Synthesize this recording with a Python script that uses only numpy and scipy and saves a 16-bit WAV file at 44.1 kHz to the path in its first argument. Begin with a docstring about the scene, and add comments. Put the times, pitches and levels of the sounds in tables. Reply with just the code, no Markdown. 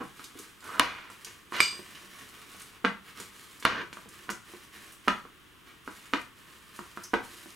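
"""Small kitchen: a gloved hand squeezes and turns leafy batter in a glass bowl, over a faint steady hiss.
Rubbing, wet crackle and smacks are filtered showers of tiny random clicks.
Now and then the bowl tips on its wooden board: grinding slips and landings drive bowl and board modes.
Once the glass is struck: a snap and a knock set off decaying sine modes of the rim.
Drifting echo patterns, left-right colour and a softly overloading microphone finish the sound."""
import sys
import numpy as np
from scipy import signal
from scipy.fft import rfft, irfft, next_fast_len
from scipy.io import wavfile
from scipy.ndimage import uniform_filter1d

SR = 44100
rng = np.random.default_rng(int(sys.argv[2]) if len(sys.argv) > 2 else 0)


def pcm_store(signal):
    """Save signal as 16-bit PCM."""
    levels = np.round(np.clip(np.atleast_2d(signal), -1, 1) * 32767)
    wavfile.write(sys.argv[1], SR, levels.astype(np.int16).T)


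N = 332954
TIME, BINS = np.arange(N) / SR, np.fft.rfftfreq(8192, 1 / SR)
CLINK_S = 1.6041

# bowl dropping back, soft touch then hard seat: [seat t/s, level/dB, hardness/Hz, board re bowl/dB,
# favoured f/Hz, snap level/dB, touch lead/s, touch level/dB]
LANDINGS = [(.7974, -5, 3700, -9, 1020, -1, .0018, -16), (2.8486, -8.3, 1950, -7, 191, -33, 0.0045, -20),
            (3.6526, -4, 2950, -7, 523, -11, .0012, -24), (4.2921, -20.5, 1900, -3, 1420, -45, 0.0073, -40),
            (5.0817, -6.3, 2550, -2, 1270, -20.5, .0053, -17.5),
            (6.136, -9.3, 2700, -2.5, 272, -36, 0.0044, -34),
            (7.1392, -10, 1720, -1.5, 790, -28.5, .0042, -16)]
# stereo width of reflections and hiss: [f/Hz, relative side re mid/dB]
ROOM_WIDTH = [(60, -5.5), (250, -6), (700, -9), (2400, -6.5), (4400, -3.5), (8000, -25.5), (13000, -1.5)]


def amp(db):
    """Decibels to gain."""
    return 10 ** (np.asarray(db) / 20)


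def unit(x):
    """Scales to rms 1."""
    return x / np.sqrt(np.mean(x ** 2) + 1e-20)


def read(points, hz):
    """Interpolates a table on a log-frequency axis."""
    f, value = np.transpose(points)
    return np.interp(np.log(hz + 1), np.log(f), value)


def add(mix, s, sound):
    """Mixes a sound in at time s, in place."""
    part = mix[max(round(s * SR), 0):][:len(sound)]
    part += sound[:len(part)]


def ring(gain):
    """Minimum-phase impulse response of peak 1, shaped by a gain over BINS."""
    log_gain = np.log(np.maximum(gain, 1e-5))
    circle = np.concatenate([log_gain, log_gain[-2:0:-1]])
    spectrum = np.exp(np.conj(signal.hilbert(circle)))
    response = np.fft.ifft(spectrum).real[:len(gain)]
    return response / abs(response).max()


def through(x, gain):
    """Passes x through a causal filter; the result has rms 1."""
    return unit(signal.fftconvolve(x, ring(gain))[:len(x)])


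def grains(count, per_s, spread_db):
    """Random tiny clicks of either sign and uneven size, rms 1."""
    chance = rng.random(count)
    size = np.minimum(rng.exponential(1, count), 4)
    sign = rng.choice([-1, 1], count)
    return unit((chance < per_s / SR) * sign * amp(spread_db * size))


def hump(hz, octaves):
    """Bell-shaped gain around hz."""
    return 1 / (1 + (np.log2((BINS + 1) / hz) / octaves) ** 2)


def gesture(t, length, attack_s, release_s, change_db):
    """Attack, a hold that changes evenly in dB, and an exponential release."""
    attack = np.minimum(t / attack_s, 1)
    hold = amp(change_db * np.minimum(t / length, 1))
    return attack * hold * np.exp(-np.maximum(t - length, 0) / release_s)


def hiss(level_db=-60, wider_db=2):
    """Steady background hiss, wide in stereo: coloured noise, independent in mid and side."""
    # hiss spectrum: [f/Hz, relative level/dB]
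    hiss_colour = [(20, -4), (60, 5), (300, 0), (600, -10), (1400, -5.5), (2400, -9.2), (3100, -8.2),
                   (4400, -19.5), (10000, -21.3), (16000, -25)]
    colour = amp(read(hiss_colour, BINS))
    side_colour = colour * amp(wider_db + read(ROOM_WIDTH, BINS))
    mid = through(rng.standard_normal(N), colour)
    side = through(rng.standard_normal(N), side_colour)
    side = side * np.linalg.norm(side_colour) / np.linalg.norm(colour)
    return amp(level_db) * np.array([mid + side, mid - side])


def room_tail(build_s=0.00048):
    """Dense stereo reflections, each band dying at its own speed."""
    # decay of the reverberation: [f/Hz, t60/s]
    room_t60 = [(100, 0.64), (300, 0.17), (700, 0.2944), (1400, 0.3115), (4000, 0.2778), (8000, 0.3438),
                (15000, 0.31)]
    # strength of the reverberation: [f/Hz, relative level/dB]
    room_colour = [(40, -15), (120, 3.5), (220, 3), (600, 1.5), (1300, -2.5), (3500, -1.5), (7000, -1),
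                   (15000, -4)]
    count = SR // 2
    echoes = [grains(count, per_s=6000, spread_db=1) for _ in range(2)]
    hz, t, (mid, side) = signal.stft(echoes, SR, nperseg=512)
    side = side * amp(read(ROOM_WIDTH, hz))[:, None]
    fade_db = -60 * t / read(room_t60, hz)[:, None]
    band_gain = amp(fade_db + read(room_colour, hz)[:, None])
    tail = signal.istft(np.array([mid + side, mid - side]) * band_gain, SR)[1][:, :count]
    build = 1 - np.exp(-(np.arange(count) / SR / build_s) ** 2)
    return tail * build / np.sqrt(SR * 0.021)


def kitchen(x, patterns=3, patterns_per_s=1.1):
    """Reflections change as arm and bowl move: a cyclic crossfade between echo patterns."""
    out = np.zeros((2, N))
    for k in range(patterns):
        away = abs((TIME * patterns_per_s - k + patterns / 2) % patterns - patterns / 2)
        share = np.cos(np.pi / 2 * np.minimum(away, 1))
        out += signal.fftconvolve((x * share)[None], room_tail(), axes=1)[:, :N]
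    return out


def placed(x, right_over_left):
    """Sets the left-right balance band by band."""
    size = next_fast_len(N + SR // 10)
    right_db = read(right_over_left, np.fft.rfftfreq(size, 1 / SR))
    return irfft(rfft(x, size) * amp([-right_db / 2, right_db / 2]), size)[:, :N]


def clink(level_db=-7.5, shimmer_db=-24, shimmer_t60_s=0.33):
    """The struck rim: decaying modes, some close enough to beat, over a shimmer of many weak ones."""
    # free rim modes: [f/Hz, relative level/dB, t60/s before smothering]
    rim = [(2286, -28, 0.39), (2389, -20, 0.32), (2325, -1.5, 0.027), (2920, -25.5, 0.3), (3600, -38, 0.5),
           (4830, -23, 0.5), (4870, -18.5, 0.32), (5670, -28, 0.15), (6000, -34.5, 0.32), (6562, -31, 0.16),
           (7319, -35, 0.24), (8350, -28.5, 0.36), (8320, -19, 0.072), (12230, -33, 0.16), (14090, -47, .2)]
    # crowd of weaker rim modes: [f/Hz, relative level/dB]
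    shimmer_colour = [(1200, -22), (2300, -6), (4600, 0), (5300, -9), (7500, -5), (8300, -8), (9300, -19),
                      (15000, -36)]
    smother_s, smother_db_per_s = 1.76, 160  # falling batter smothers the rim
    out, t = np.zeros(N), np.arange(SR) / SR
    modes = sum(amp(db) * 1e-3 ** (t / t60) * np.sin(2 * np.pi * hz * t) for hz, db, t60 in rim)
    shimmer = through(rng.standard_normal(SR), amp(read(shimmer_colour, BINS)))
    shimmer = shimmer * 1e-3 ** (t / shimmer_t60_s)
    add(out, CLINK_S, amp(level_db) * (modes + amp(shimmer_db) * shimmer))
    return out * amp(-smother_db_per_s * np.maximum(TIME - smother_s, 0))


def body(hard_hz, board_db, spot=1):
    """Gain of bowl and board modes; a softer contact excites less treble."""
    # resonances of the board under the bowl: [f/Hz, width/Hz, relative level/dB]
    board = [(148, 60, -5.5), (203, 27, -2), (260, 40, 0), (359, 52, -0.5), (495, 87, -3)]
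    # resonances of the bowl damped by batter: [f/Hz, width/Hz, relative level/dB]
    bowl = [(760, 240, -5.5), (1000, 102, -1.5), (1220, 130, -10), (1379, 114, 1), (1575, 173, -2),
            (1830, 74, -6.5), (2020, 165, -2.5), (2240, 25, -7.5), (2440, 110, -2.5), (2894, 120, -2),
            (3440, 360, -6.5), (4100, 480, -12), (4470, 760, -10.5), (6100, 1300, -10), (7600, 1700, -32)]

    def power(modes):
        return sum(amp(db) ** 2 / (1 + (2 * (BINS - hz) / width) ** 2) for hz, width, db in modes)

    resonance = power(bowl) + amp(board_db) ** 2 * power(board)
    return spot * np.sqrt(resonance / (1 + (BINS / hard_hz) ** 4.58))


def slides(slips_per_s=2200, spread_db=2.5, favour_db=5, octaves=0.14):
    """The tipped bowl grinds: quick slips of glass on wood drive bowl and board modes."""
    # grinding, each swelling or dying evenly: [start t/s, length/s, first relative level/dB,
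    # last relative level/dB, hardness/Hz, board re bowl/dB, favoured f/Hz]
    grinds = [(0, .02, -30, -36, 1400, 0, 734), (.62, .165, -50, -37, 1600, -5, 1350),
              (.83, .29, -35.5, -54, 3000, -10, 2270), (1.526, .075, -36, -31.5, 4300, -8, 2300),
              (1.702, 0.053, -49, -49, 3000, 2, 2300), (3.695, .125, -34, -36, 2680, 0.5, 1640)]
    grip_s, stop_s = 0.008, 0.012
    out, t = np.zeros(N), np.arange(SR // 2) / SR
    for s, length, first_db, last_db, hard_hz, board_db, spot_hz in grinds:
        spot = amp(favour_db * hump(spot_hz, octaves))
        slips = grains(len(t), slips_per_s, spread_db)
        sound = through(slips, body(hard_hz, board_db, spot))
        swell = gesture(t, length, grip_s, stop_s, last_db - first_db)
        add(out, s, amp(first_db) * swell * sound)
    return out


def cracks(rattle_db=-2, rattle_s=0.0017, clink_snap_db=-5):
    """Very short wide-band snaps as the bowl seats or its rim is struck."""
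    # snap spectrum: [f/Hz, relative level/dB]
    crack_colour = [(15, -1), (45, 14), (90, 9), (300, 8.5), (1000, 7.5), (3500, 10.5), (6500, -2.5),
                    (10000, 2), (16000, -17.5)]
    out, t = np.zeros(N), np.arange(len(BINS)) / SR
    snap = ring(amp(read(crack_colour, BINS)))
    for s, _, _, _, _, snap_db, _, _ in LANDINGS:
        rattle = grains(len(t), per_s=9000, spread_db=0) * np.exp(-t / rattle_s)
        rattle = signal.fftconvolve(snap, rattle / np.linalg.norm(rattle))
        add(out, s, amp(snap_db) * snap)
        # the rattle starts just ahead of the snap
        add(out, s - rattle_s, amp(snap_db + rattle_db) * rattle)
    add(out, CLINK_S, amp(clink_snap_db) * snap)
    return out


def contacts(rebound_s=0.0036, rebound_db=-9.5, nudge_board_db=1):
    """Blows on the bowl: (t/s, level/dB, hardness/Hz, board re bowl/dB, favoured f/Hz)."""
    # hand nudging the seated bowl against the board: [t/s, level/dB, hardness/Hz, favoured f/Hz]
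    nudges = [(.195, -35.5, 2200, 1150), (.354, -44, 500, 330), (.394, -44, 500, 418),
              (0.678, -34, 1590, 394), (1.101, -36, 1500, 1140), (1.271, -41.5, 1210, 356),
              (1.523, -25.5, 1590, 1060), (1.793, -37.5, 900, 157), (2.547, -43, 700, 169),
              (3.201, -33, 1800, 396), (3.626, -28.5, 4000, 2000), (3.929, -28, 4000, 2340),
              (3.971, -30.5, 1570, 1180), (4.059, -39.5, 800, 790), (4.3013, -22, 2210, 353),
              (4.537, -38.5, 895, 350), (5.252, -37, 1300, 1130), (5.877, -25.5, 1350, 1420),
              (6.7913, -27, 1400, 1140), (6.9737, -26, 1460, 1410), (7.459, -38.5, 1100, 334)]
    for s, db, hard_hz, board_db, spot_hz, _, lead_s, touch_db in LANDINGS:
        yield s - lead_s, touch_db, 880, -1.5, 260  # soft touch of the foot
        yield s, db, hard_hz, board_db, spot_hz
        # the foot rebounds once
        yield s + rebound_s * rng.uniform(.7, 1.3), db + rebound_db, hard_hz, board_db, spot_hz
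    yield CLINK_S, -17, 3500, -16, 2300  # knock that sets the rim ringing
    for s, db, hard_hz, spot_hz in nudges:
        yield s, db, hard_hz, nudge_board_db, spot_hz


def knocks(favour_db=6, octaves=0.16, chatter_db=-7, chatter_s=0.0039, splatter_db=-35,
           splatter_s=0.011):
    """Each blow chatters briefly and rings bowl and board; the landing spot favours one resonance."""
    # batter shaken by a knock: [f/Hz, relative level/dB]
    splatter_colour = [(800, -23), (2200, 0.5), (4200, -1.5), (6000, -11.5), (9000, -14), (15000, -30)]
    out, t = np.zeros(N), np.arange(len(BINS)) / SR
    for s, db, hard_hz, board_db, spot_hz in contacts():
        chatter = grains(len(t), per_s=4000, spread_db=1.0) * t * np.exp(-2 * t / chatter_s)
        chatter = chatter / np.linalg.norm(chatter)
        blow = ring(body(hard_hz, board_db, amp(favour_db * hump(spot_hz, octaves))))
        blow = blow + amp(chatter_db) * signal.fftconvolve(blow, chatter)[:len(t)]
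        # the jolt makes the batter crackle
        clicks = grains(len(t), per_s=2700, spread_db=0.5)
        splatter = through(clicks, amp(read(splatter_colour, BINS))) * np.exp(-t / splatter_s)
        add(out, s, amp(db) * (blow + amp(splatter_db) * splatter))
    return out


def smacks(level_db=-1, top_hz=12500):
    """A pocket opens: a dying clump of wet clicks, narrow in pitch when air squeaks out of a gap."""
    # air pockets and leaves giving way: [t/s, relative level/dB, decay time/s, centre f/Hz]
    wet_pockets = [(.195, -51, 0.016, 1390), (.241, -45.5, 0.012, 4970), (.389, -47.5, 0.014, 7350),
                   (.605, -53.5, .0054, 4970), (.642, -52, .004, 8040), (1.101, -54.5, .006, 8000),
                   (1.247, -38.5, .006, 5200), (1.268, -47, .013, 1840), (1.949, -49, 0.025, 1900),
                   (2.598, -48, .0055, 8000), (2.618, -45.5, .005, 7000), (3.2, -44, 0.0087, 6500),
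                   (3.599, -50, 0.011, 7500), (3.627, -44, 0.0081, 2600), (3.93, -52.5, .012, 6100),
                   (4.088, -52.5, 0.0098, 7500), (4.301, -39.5, .012, 6000), (4.92, -56, 0.024, 10000),
                   (6.215, -53, .005, 8000), (6.762, -53, 0.013, 8000), (7.035, -49.5, .013, 9300)]
    squeak = (7.039, -41, 0.007, 5760)  # same columns
    out, t = np.zeros(N), np.arange(SR // 8) / SR
    muffle = 1 / np.sqrt(1 + (BINS / top_hz) ** 8)
    for pockets, octaves in (wet_pockets, 0.91), ([squeak], 0.14):
        for s, db, decay_s, hz in pockets:
            clicks = grains(len(t), per_s=11000, spread_db=2.5)
            clump = through(clicks, hump(hz, octaves) * muffle)
            add(out, s, amp(db + level_db) * np.exp(-t / decay_s) * clump)
    return out


def kneading(rub_db=-3.5, wet_db=-5.5, uneven_db=1.77):
    """With each stroke the glove slips over smeared glass while tiny films of batter burst."""
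    # squeezes and sweeps: [start t/s, length/s, rub relative level/dB, crackle relative level/dB]
    strokes = [(0, .1, -62, -62), (.14, .13, -58, -58), (.33, .12, -57.5, -56.5), (.61, 0.23, -54.5, -57.5),
               (1.082, 0.26, -60, -64), (1.5, 0.15, -54, -50), (1.737, 0.3, -57, -62.5),
               (2.068, .36, -55.5, -60.5), (2.463, .2, -56.5, -57.5), (2.712, 0.036, -55, -75),
               (3.029, 0.068, -54.5, -64), (3.143, 0.083, -49.5, -53.5), (3.316, 0.27, -61, -60),
               (3.92, 0.08, -58, -62), (4.098, 0.15, -57, -62), (4.443, 0.17, -58, -60),
               (4.711, 0.19, -54.5, -60), (5.024, 0.14, -61, -65), (5.643, 0.041, -52.5, -67),
               (5.836, 0.36, -60, -62.5), (6.355, 0.41, -63, -69), (6.734, 0.31, -59.5, -63),
               (7.204, 0.33, -58, -57)]
    # resting hand lifted clear of the bowl: [from t/s, to t/s]
    lifts = [(2.76, 3.02), (5.2, 5.83), (6.27, 6.35)]
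    # glove on glass: [f/Hz, relative level/dB]
    rub_colour = [(40, -11.5), (130, 0), (300, -2), (600, -4.5), (1200, -1), (1900, 0.5), (3000, -4),
                  (4500, -12), (9000, -20.5)]
    # wet crackle: [f/Hz, relative level/dB]
    wet_colour = [(200, -25), (1500, -9), (3500, 1.5), (6000, -1.5), (9000, -1), (12000, -3), (16000, -16)]
    press_s, let_go_s, ease_db = 0.045, 0.046, -2
    idle_rub_db, idle_wet_db = -72, -70.5  # hand resting in the batter, before the trims
    t = np.arange(SR) / SR
    lifted = sum((TIME > up) & (TIME < down) for up, down in lifts)
    resting = uniform_filter1d(1. - lifted, size=1500)
    rubbing, crackle = resting * amp(idle_rub_db), resting * amp(idle_wet_db)
    for s, length, glove_db, crackle_db in strokes:
        pressure = gesture(t, length, press_s, let_go_s, ease_db)
        add(rubbing, s, amp(glove_db) * pressure)
        add(crackle, s, amp(crackle_db) * pressure)
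    rub = through(grains(N, per_s=2500, spread_db=3), amp(read(rub_colour, BINS)))
    wet = through(grains(N, per_s=1300, spread_db=2.5), amp(read(wet_colour, BINS)))
    lumps = amp(uneven_db * unit(uniform_filter1d(rng.standard_normal(N), size=900)))
    return lumps * (amp(rub_db) * rubbing * rub + amp(wet_db) * crackle * wet)


def scene():
    """Mixes direct sound and reflections; snaps and glass are mostly direct, hiss comes on top."""
    # sound straight from the bowl: [f/Hz, right re left/dB]
    direct_side = [(60, -5), (170, -2), (300, 0.5), (550, 5.5), (1200, 4), (2500, 3.5), (6000, 1.5),
                   (14000, 5.5)]
    # the reflections: [f/Hz, right re left/dB]
    room_side = [(60, -3.5), (200, -1), (380, 0), (700, 2), (1300, -1), (2400, -4), (5000, -0.8),
                 (14000, -3.5)]
    grind, glass, snaps, blows = slides(), clink(), cracks(), knocks()
    batter = smacks() + kneading()
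    direct = blows + snaps + amp(-6) * grind + amp(-3) * glass + batter
    sent = blows + amp(-18.5) * snaps + amp(-6) * grind + amp(-7) * glass + amp(-0.5) * batter
    return placed(direct, direct_side) + placed(kitchen(sent), room_side) + hiss()


def record(dry, edge_hz=15900, overload=0.92):
    """Microphone colour, a gentle overload on the hardest knocks, then the band limit."""
    # microphone response: [f/Hz, relative gain/dB]
    microphone = [(30, -2), (260, -0.5), (350, 5), (470, 1), (620, -2.5), (800, -2.5), (980, 2.5),
                  (1130, 8), (1300, 3.5), (16000, 5)]
    gain = amp(read(microphone, BINS))
    colour = ring(gain)
    colour *= gain.mean() / abs(rfft(colour)).mean()
    heard = signal.fftconvolve(dry, colour[None], axes=1)[:, :N]
    heard = heard / (1 + (heard / overload) ** 4) ** .25
    lowpass = signal.firwin(301, edge_hz, window=("kaiser", 8), fs=SR)
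    return signal.oaconvolve(heard, lowpass[None], "same")


dry = scene()
out = record(dry)
pcm_store(out)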